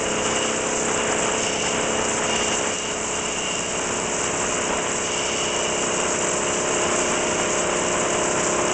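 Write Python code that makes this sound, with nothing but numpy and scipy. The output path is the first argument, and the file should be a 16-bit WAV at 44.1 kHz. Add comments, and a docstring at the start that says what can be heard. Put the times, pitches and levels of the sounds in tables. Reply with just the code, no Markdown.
"""Milling a steel block

A large milling machine cuts steel under a jet of coolant, in an echoing workshop hall.
Each tooth of the cutter knocks the frame and makes it hum; the tool rings, chatters and scrapes.
Coolant hisses and spatters off the cutter, chips tick on the guard, and pumps and motors drone."""
import sys
import numpy as np
from scipy import signal
from scipy.fft import rfft, irfft
from scipy.io import wavfile
from scipy.ndimage import uniform_filter1d

SR = 44100
rng = np.random.default_rng(int(sys.argv[2]) if len(sys.argv) > 2 else 0)


def put_to_file(sound):
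    """Save the sound as 16-bit audio at rate SR, in the file named by the first command-line argument."""
    columns = np.atleast_2d(sound).T  # one column per channel
    safe = np.clip(columns, -1, 1)
    whole_steps = np.round(safe * 32767)
    wavfile.write(sys.argv[1], SR, whole_steps.astype(np.int16))


N = 384993
T = np.arange(N) / SR


def gain_of(db):
    """Turns decibels into a number to multiply by."""
    return 10 ** (np.asarray(db) / 20)


def evened(x):
    """Scales a signal to an average strength (rms) of 1."""
    return x / np.sqrt(np.mean(x ** 2) + 1e-20)


def curve(rows):
    """Joins (time_s, value) rows with straight lines."""
    return np.interp(T, *np.transpose(rows))


def coloured(x, points):
    """Shapes the lows and highs of x by (pitch_hz, level_db) points, at a strength of 1."""
    hz, db = np.transpose(points)
    shape_db = np.interp(np.log(np.fft.rfftfreq(N, 1 / SR) + 1), np.log(hz + 1), db)
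    return evened(irfft(rfft(x) * gain_of(shape_db), N))


def drift(rate_hz, count=8192):
    """A random wobble of strength 1, mostly slower than rate_hz."""
    hz = np.fft.rfftfreq(count, T[-1] / count)
    wobble = irfft(rfft(rng.standard_normal(count)) / (1 + (hz / rate_hz) ** 2))
    return np.interp(T, np.linspace(0, T[-1], count), evened(wobble))


def tone(cycles, waver):
    """A pure tone that wavers as it crosses the hall."""
    path = 1 + waver * (drift(0.91) + 1j * drift(2.7))
    return evened((path * np.exp(2j * np.pi * (cycles + rng.random()))).real)


def spindle(tooth_hz=32.39, wander=.0005, hiccup_every_s=.67, hiccup_s=.022, hiccup_size=.037):
    """Counts the teeth at a slightly wandering pace; the sound hiccups every 0.67 s, like a tiny dropout."""
    in_hiccup = T % hiccup_every_s < hiccup_s
    rate_hz = tooth_hz * (1 + wander * drift(3)) + in_hiccup * hiccup_size / hiccup_s
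    return np.cumsum(rate_hz) / SR


# How heavy the cut is: time_s, level_db
CUT_LOAD = [(0.0, -31), (0.31, -28.5), (0.56, -30.5), (1.17, -27.5), (1.58, -33), (1.77, -28.5),
            (2.72, -29.5), (2.77, -40.5), (2.92, -33), (3.69, -34.5), (3.77, -31.5), (4.71, -29.5),
            (5.08, -33), (6.05, -29), (6.37, -31.5), (6.78, -28), (7.63, -29.5), (8.73, -29.5)]
def load_gain(follow, usual_db=-30):
    """A heavier cut is louder: each dB of extra load adds `follow` dB."""
    return gain_of(follow * (curve(CUT_LOAD) - usual_db))


# The cutter's way along the block: time_s, share_of_way (0 to 1)
CUTTER_TRAVEL = [(0, 0), (2.3, 0.13), (3.2, 0.4), (4.8, 0.68), (6.5, 0.85), (8.73, 1)]
def travelled():
    """How far along the block the cutter has come."""
    return curve(CUTTER_TRAVEL)


# The balance of the frame's tones: tooth_rate_multiple, start_db, halfway_db, end_db
FRAME_TONES = [(3, -50.5, -52.5, -53), (5, -49.5, -49.5, -45.5), (6, -49.5, -48.5, -48),
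               (7, -38.5, -43.5, -44.5), (8, -47, -48, -46.5), (9, -43, -47, -50), (10, -43.5, -53, -40.5),
               (11, -42, -41, -34.5), (12, -50, -55, -44.5), (13, -34, -38, -37.5), (14, -40.5, -46, -42),
               (15, -41.5, -45, -44), (16, -34.8, -47, -40.5), (17, -42.5, -45, -44), (18, -47, -43, -44.5),
               (19, -52, -43.5, -34.5), (20, -41.5, -42, -52), (21, -43, -50, -45), (22, -46, -46.5, -50),
               (29, -48, -48, -46.5), (30, -49.5, -55, -53), (31, -57, -51, -49.5), (32, -51, -52, -41.5),
               (34, -54, -55, -48)]
def frame_hum(teeth, level_db=-29.5, waver=0.086, ends_db=3, rise_db=2.0):
    """The teeth knock the frame into a hum that shifts as the cutter travels, weakest near mid-way."""
    way = travelled()
    hum = sum(gain_of(np.interp(way, [0, .5, 1], levels_db)) * tone(multiple * teeth, waver)
              for multiple, *levels_db in FRAME_TONES)
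    hum = hum / np.sqrt(uniform_filter1d(hum ** 2, SR))  # steady from second to second
    place_db = ends_db * (2 * way - 1) ** 2 + rise_db * (way - .5)
    return gain_of(level_db + place_db) * load_gain(follow=0.56) * hum


# The lows and highs of tearing metal: pitch_hz, level_db
TEARING_COLOUR = [(30, -9), (100, -4), (180, -4), (260, -1), (450, -2), (680, 1.5), (770, -0.5), (880, 3),
                  (1020, 0.9), (1400, -0.5), (1900, -4), (2500, -4.5), (3100, -9), (3600, -16), (4200, -47)]
def tearing(teeth, level_db=-29, bite_db=-0.7, tilt_db=0.2, uneven_db=1.12, surge_db=0.86, per_s=9000):
    """Metal tears off in tiny cracks, loudest as a tooth enters and leaves the block."""
    cracks = (rng.random(N) < per_s / SR) * rng.standard_normal(N)
    pulse_db = bite_db * np.cos(4 * np.pi * teeth) + tilt_db * np.cos(2 * np.pi * teeth)
    cracks *= gain_of(pulse_db + uneven_db * drift(31))
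    loudness = gain_of(level_db + surge_db * drift(19)) * load_gain(follow=1.12)
    return loudness * coloured(cracks, TEARING_COLOUR)


def slips(teeth, rough, count=14):
    """The two teeth catch and slip at the same places in every turn; `rough` adds noise."""
    kicks = np.zeros(N)
    for place, size in zip(rng.random(count), np.geomspace(1, .4, count)):
        kicks += size * np.diff(np.floor(teeth / 2 + place), prepend=0)
    return evened(kicks * gain_of(2 * rng.standard_normal(N))) + rough * rng.standard_normal(N)


def ringing(kicks, notes, swell_s=0.00074):
    """Kicked metal rings at its own notes, without a click; wider notes die away sooner."""
    t = T[:SR // 8]
    ring = sum(gain_of(db) * np.sqrt(width) * np.exp(-np.pi * width * t) * np.sin(2 * np.pi * hz * t)
               for hz, width, db in notes)
    ring *= 1 - np.exp(-t / swell_s)
    return evened(signal.oaconvolve(kicks, ring)[:N])


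# How hard the tool rubs: time_s, level_db
TOOL_RUB = [(0.0, -34.5), (0.49, -29), (0.68, -39), (1.58, -28.5), (2.21, -40), (2.33, -30), (2.72, -40),
            (2.87, -32), (2.92, -39.5), (3.47, -30), (3.96, -40), (4.98, -35), (5.25, -28), (6.37, -41),
            (6.47, -32.5), (8.19, -35), (8.61, -40), (8.73, -32)]
# The notes the tool rings with: pitch_hz, width_hz, level_db
TOOL_NOTES = [(2277, 83, -6.5), (2500, 87, -12), (2785, 42, -10), (2841, 96, 0.5), (2907, 130, -8),
              (3830, 31, -23), (4930, 54, -18.5), (5290, 41, -15), (7200, 70, -20.5)]
def tool_squeal(teeth, level_db=-37.5, follow=0.79, usual_rub_db=-36, uneven_db=1.1):
    """Each slip rings the tool, louder when it rubs harder."""
    swell_db = follow * (curve(TOOL_RUB) - usual_rub_db) + uneven_db * drift(8.8)
    return gain_of(level_db + swell_db) * ringing(slips(teeth, rough=0.8), TOOL_NOTES)


# The notes the block rings with: pitch_hz, width_hz, level_db
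BLOCK_NOTES = [(625, 67, -4), (1038, 79, 1), (1370, 83, -6)]
def block_ring(teeth, level_db=-35, early_db=-16):
    """The teeth ring the block, more and more as the cutter nears its free end."""
    loudness = gain_of(level_db + early_db * (1 - travelled())) * load_gain(follow=0.71)
    return loudness * ringing(slips(teeth, rough=1.3), BLOCK_NOTES)


def splash_gain(slosh_db=0.9, rise_db=1):
    """The cutter throws more coolant in a heavy cut and further along, and it sloshes at random."""
    return load_gain(follow=0.26) * gain_of(rise_db * (travelled() - .5) + slosh_db * drift(7))


def drops(per_s, spread_db):
    """Drops land at random, a few of them large."""
    size = gain_of(spread_db * np.minimum(rng.exponential(1, N), 4))
    return evened((rng.random(N) < per_s / SR) * rng.choice([-1, 1], N) * size)


# The bright hiss of coolant, also used for the chips: pitch_hz, level_db
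HISS_COLOUR = [(2000, -43.5), (4200, -22.5), (4550, -18), (5000, -13.5), (5600, -8), (6200, -2.5),
               (6800, -0.5), (7200, 0), (7600, -3), (7950, -9), (8400, -12), (8700, -31), (9200, -65)]
def coolant_hiss(teeth, level_db=-31.0, throb_db=-0.55, gust_db=1.76):
    """The jet breaks on the block into an even hiss of drops."""
    swell_db = throb_db * np.cos(2 * np.pi * (teeth + 0.2)) + gust_db * drift(96)
    patter = drops(per_s=9000, spread_db=2.1) * gain_of(swell_db)
    return gain_of(level_db) * coloured(patter, HISS_COLOUR)


# The thin, high sound of fine spray: pitch_hz, level_db
SPATTER_COLOUR = [(3000, -48), (6000, -24), (6900, -8.5), (7300, 1), (7700, 2.5), (8050, -2), (8400, -10),
                  (8700, -19), (8950, -32.5), (9200, -61)]
def coolant_spatter(teeth, level_db=-33.5, throb_db=4.0, gust_db=3, flicker_db=-2.5, limit_db=9):
    """Every tooth that crosses the jet flings off a burst of fine spray."""
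    burst_db = throb_db * np.cos(2 * np.pi * (teeth + 0.22)) + np.cos(4 * np.pi * teeth)
    burst_db += gust_db * drift(120) + flicker_db * drift(350)
    patter = drops(per_s=6000, spread_db=3.4) * gain_of(np.minimum(burst_db, limit_db))
    return gain_of(level_db) * coloured(patter, SPATTER_COLOUR)


# The tones of pumps and motors: pitch_hz, level_db
MOTOR_TONES = [(57.3, -53), (78, -59), (122, -55), (130.5, -52), (170, -53), (181.8, -45.5), (221.5, -50),
               (279, -53), (441.8, -42), (663, -47), (883, -49.5)]
# The lows and highs of the hall's rush: pitch_hz, level_db
HALL_COLOUR = [(8, -0.5), (30, 0.5), (90, -3), (170, -4.5), (500, 5.5), (1200, 9), (1900, 3.5), (2400, 7.5),
               (3000, 3), (3500, -13.5), (3850, 0), (4200, -22.5), (6000, -52)]
def workshop(air_db=-35):
    """Pumps and motors drone over the even rush of the hall."""
    drone = sum(gain_of(db) * tone(hz * T, waver=.3) for hz, db in MOTOR_TONES)
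    return drone + gain_of(air_db) * coloured(rng.standard_normal(N), HALL_COLOUR)


# The lows and highs of a scraping tooth: pitch_hz, level_db
SCRAPE_COLOUR = [(1800, -23.5), (2330, -1.5), (2620, -7), (2950, -1), (3200, -6), (3600, -11),
                 (4200, -22.5), (4600, -9), (5000, -14), (5500, -8.5), (6200, -0.5), (7000, -17),
                 (9000, -40)]
# Spells when a tooth drags: start_s, end_s, scrape_db, whistle_db, chatter_db, chatter_hz
DRAG_SPELLS = [(0.224, 0.584, -38.5, -55, -39, 2885), (1.38, 1.737, -33.5, -41.5, -42, 2830),
               (1.72, 2.22, -44, -63, -37, 2856), (2.248, 2.594, -33, -44, -30, 2830),
               (2.6, 2.96, -37, -55, -35.5, 2845), (3.12, 3.81, -40.5, -54, -36.5, 2804),
               (5.014, 5.42, -34, -48, -39, 2835), (5.35, 5.72, -36.5, -47, -32.5, 2900),
               (5.683, 6.12, -51, -55, -38, 2820), (6.9, 7.5, -40.5, -55, -42, 2750)]
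def tooth_drag(teeth, whistle_hz=5400, whistle_pull_hz=12, chatter_pull_hz=19,
               flutter_db=2.2, beat_db=2, fade_in_s=0.035, fade_out_s=0.056):
    """A dragging tooth scrapes, whistles and makes the tool chatter; friction pulls the pitch about."""
    scrape = coloured(slips(teeth, rough=1.1), SCRAPE_COLOUR)
    whistle_cycles = np.cumsum(whistle_hz + whistle_pull_hz * drift(40)) / SR
    whistle = tone(whistle_cycles, waver=0.24) * evened(1 + 0.38 * drift(60))
    pulled_cycles = np.cumsum(chatter_pull_hz * drift(44.7)) / SR
    flutter = evened(gain_of(flutter_db * drift(50) + beat_db * np.cos(2 * np.pi * teeth)))
    out = np.zeros(N)
    for start_s, end_s, scrape_db, whistle_db, chatter_db, chatter_hz in DRAG_SPELLS:
        fade = np.clip(np.minimum((T - start_s) / fade_in_s, (end_s - T) / fade_out_s), 0, 1)
        chatter = gain_of(chatter_db) * flutter * np.sin(2 * np.pi * (chatter_hz * T + pulled_cycles))
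        out += fade * (gain_of(scrape_db) * scrape + gain_of(whistle_db) * whistle + chatter)
    return out


# Chips that hit the guard: start_s, peak_db
CHIP_HITS = [(.976, -14.5), (2.786, -12), (4.0, -14), (4.918, -16), (6.27, -16)]
def chip_ticks(decay_s=0.00088):
    """Each flying chip makes one short, bright tick."""
    out = np.zeros(N)
    for start_s, peak_db in CHIP_HITS:
        burst = rng.standard_normal(N) * (T >= start_s) * np.exp(-abs(T - start_s) / decay_s)
        tick = coloured(burst, HISS_COLOUR)
        out += gain_of(peak_db) * tick / abs(tick).max()
    return out


def hall_echoes(x, echo_db=-12, fade_s=0.54, per_s=2000, delay_s=.006):
    """The hall adds scattered echoes that die away."""
    t = T[:SR]
    bounces = rng.standard_normal(SR) * (rng.random(SR) < per_s / SR)
    bounces *= (t > delay_s) * gain_of(-60 * t / fade_s)
    echoes = signal.oaconvolve(x, bounces / np.linalg.norm(bounces))[:N]
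    amount = gain_of(echo_db)
    return (x + amount * echoes) / np.sqrt(1 + amount ** 2)


def scene():
    """One spindle sets the pace of the hum, the cut and the spray; the workshop drones behind."""
    teeth = spindle()
    spray = splash_gain() * (coolant_hiss(teeth) + coolant_spatter(teeth))
    cut = tearing(teeth) + tool_squeal(teeth) + tooth_drag(teeth) + chip_ticks() + block_ring(teeth)
    return (frame_hum(teeth) + hall_echoes(cut + spray) + workshop())[None]


def record(dry):
    """Takes away the highest treble."""
    cutoff_hz = 9100
    lowpass = signal.firwin(601, cutoff_hz, window=("kaiser", 9), fs=SR)
    return signal.oaconvolve(dry, lowpass[None], "same")


dry = scene()
out = record(dry)
put_to_file(out)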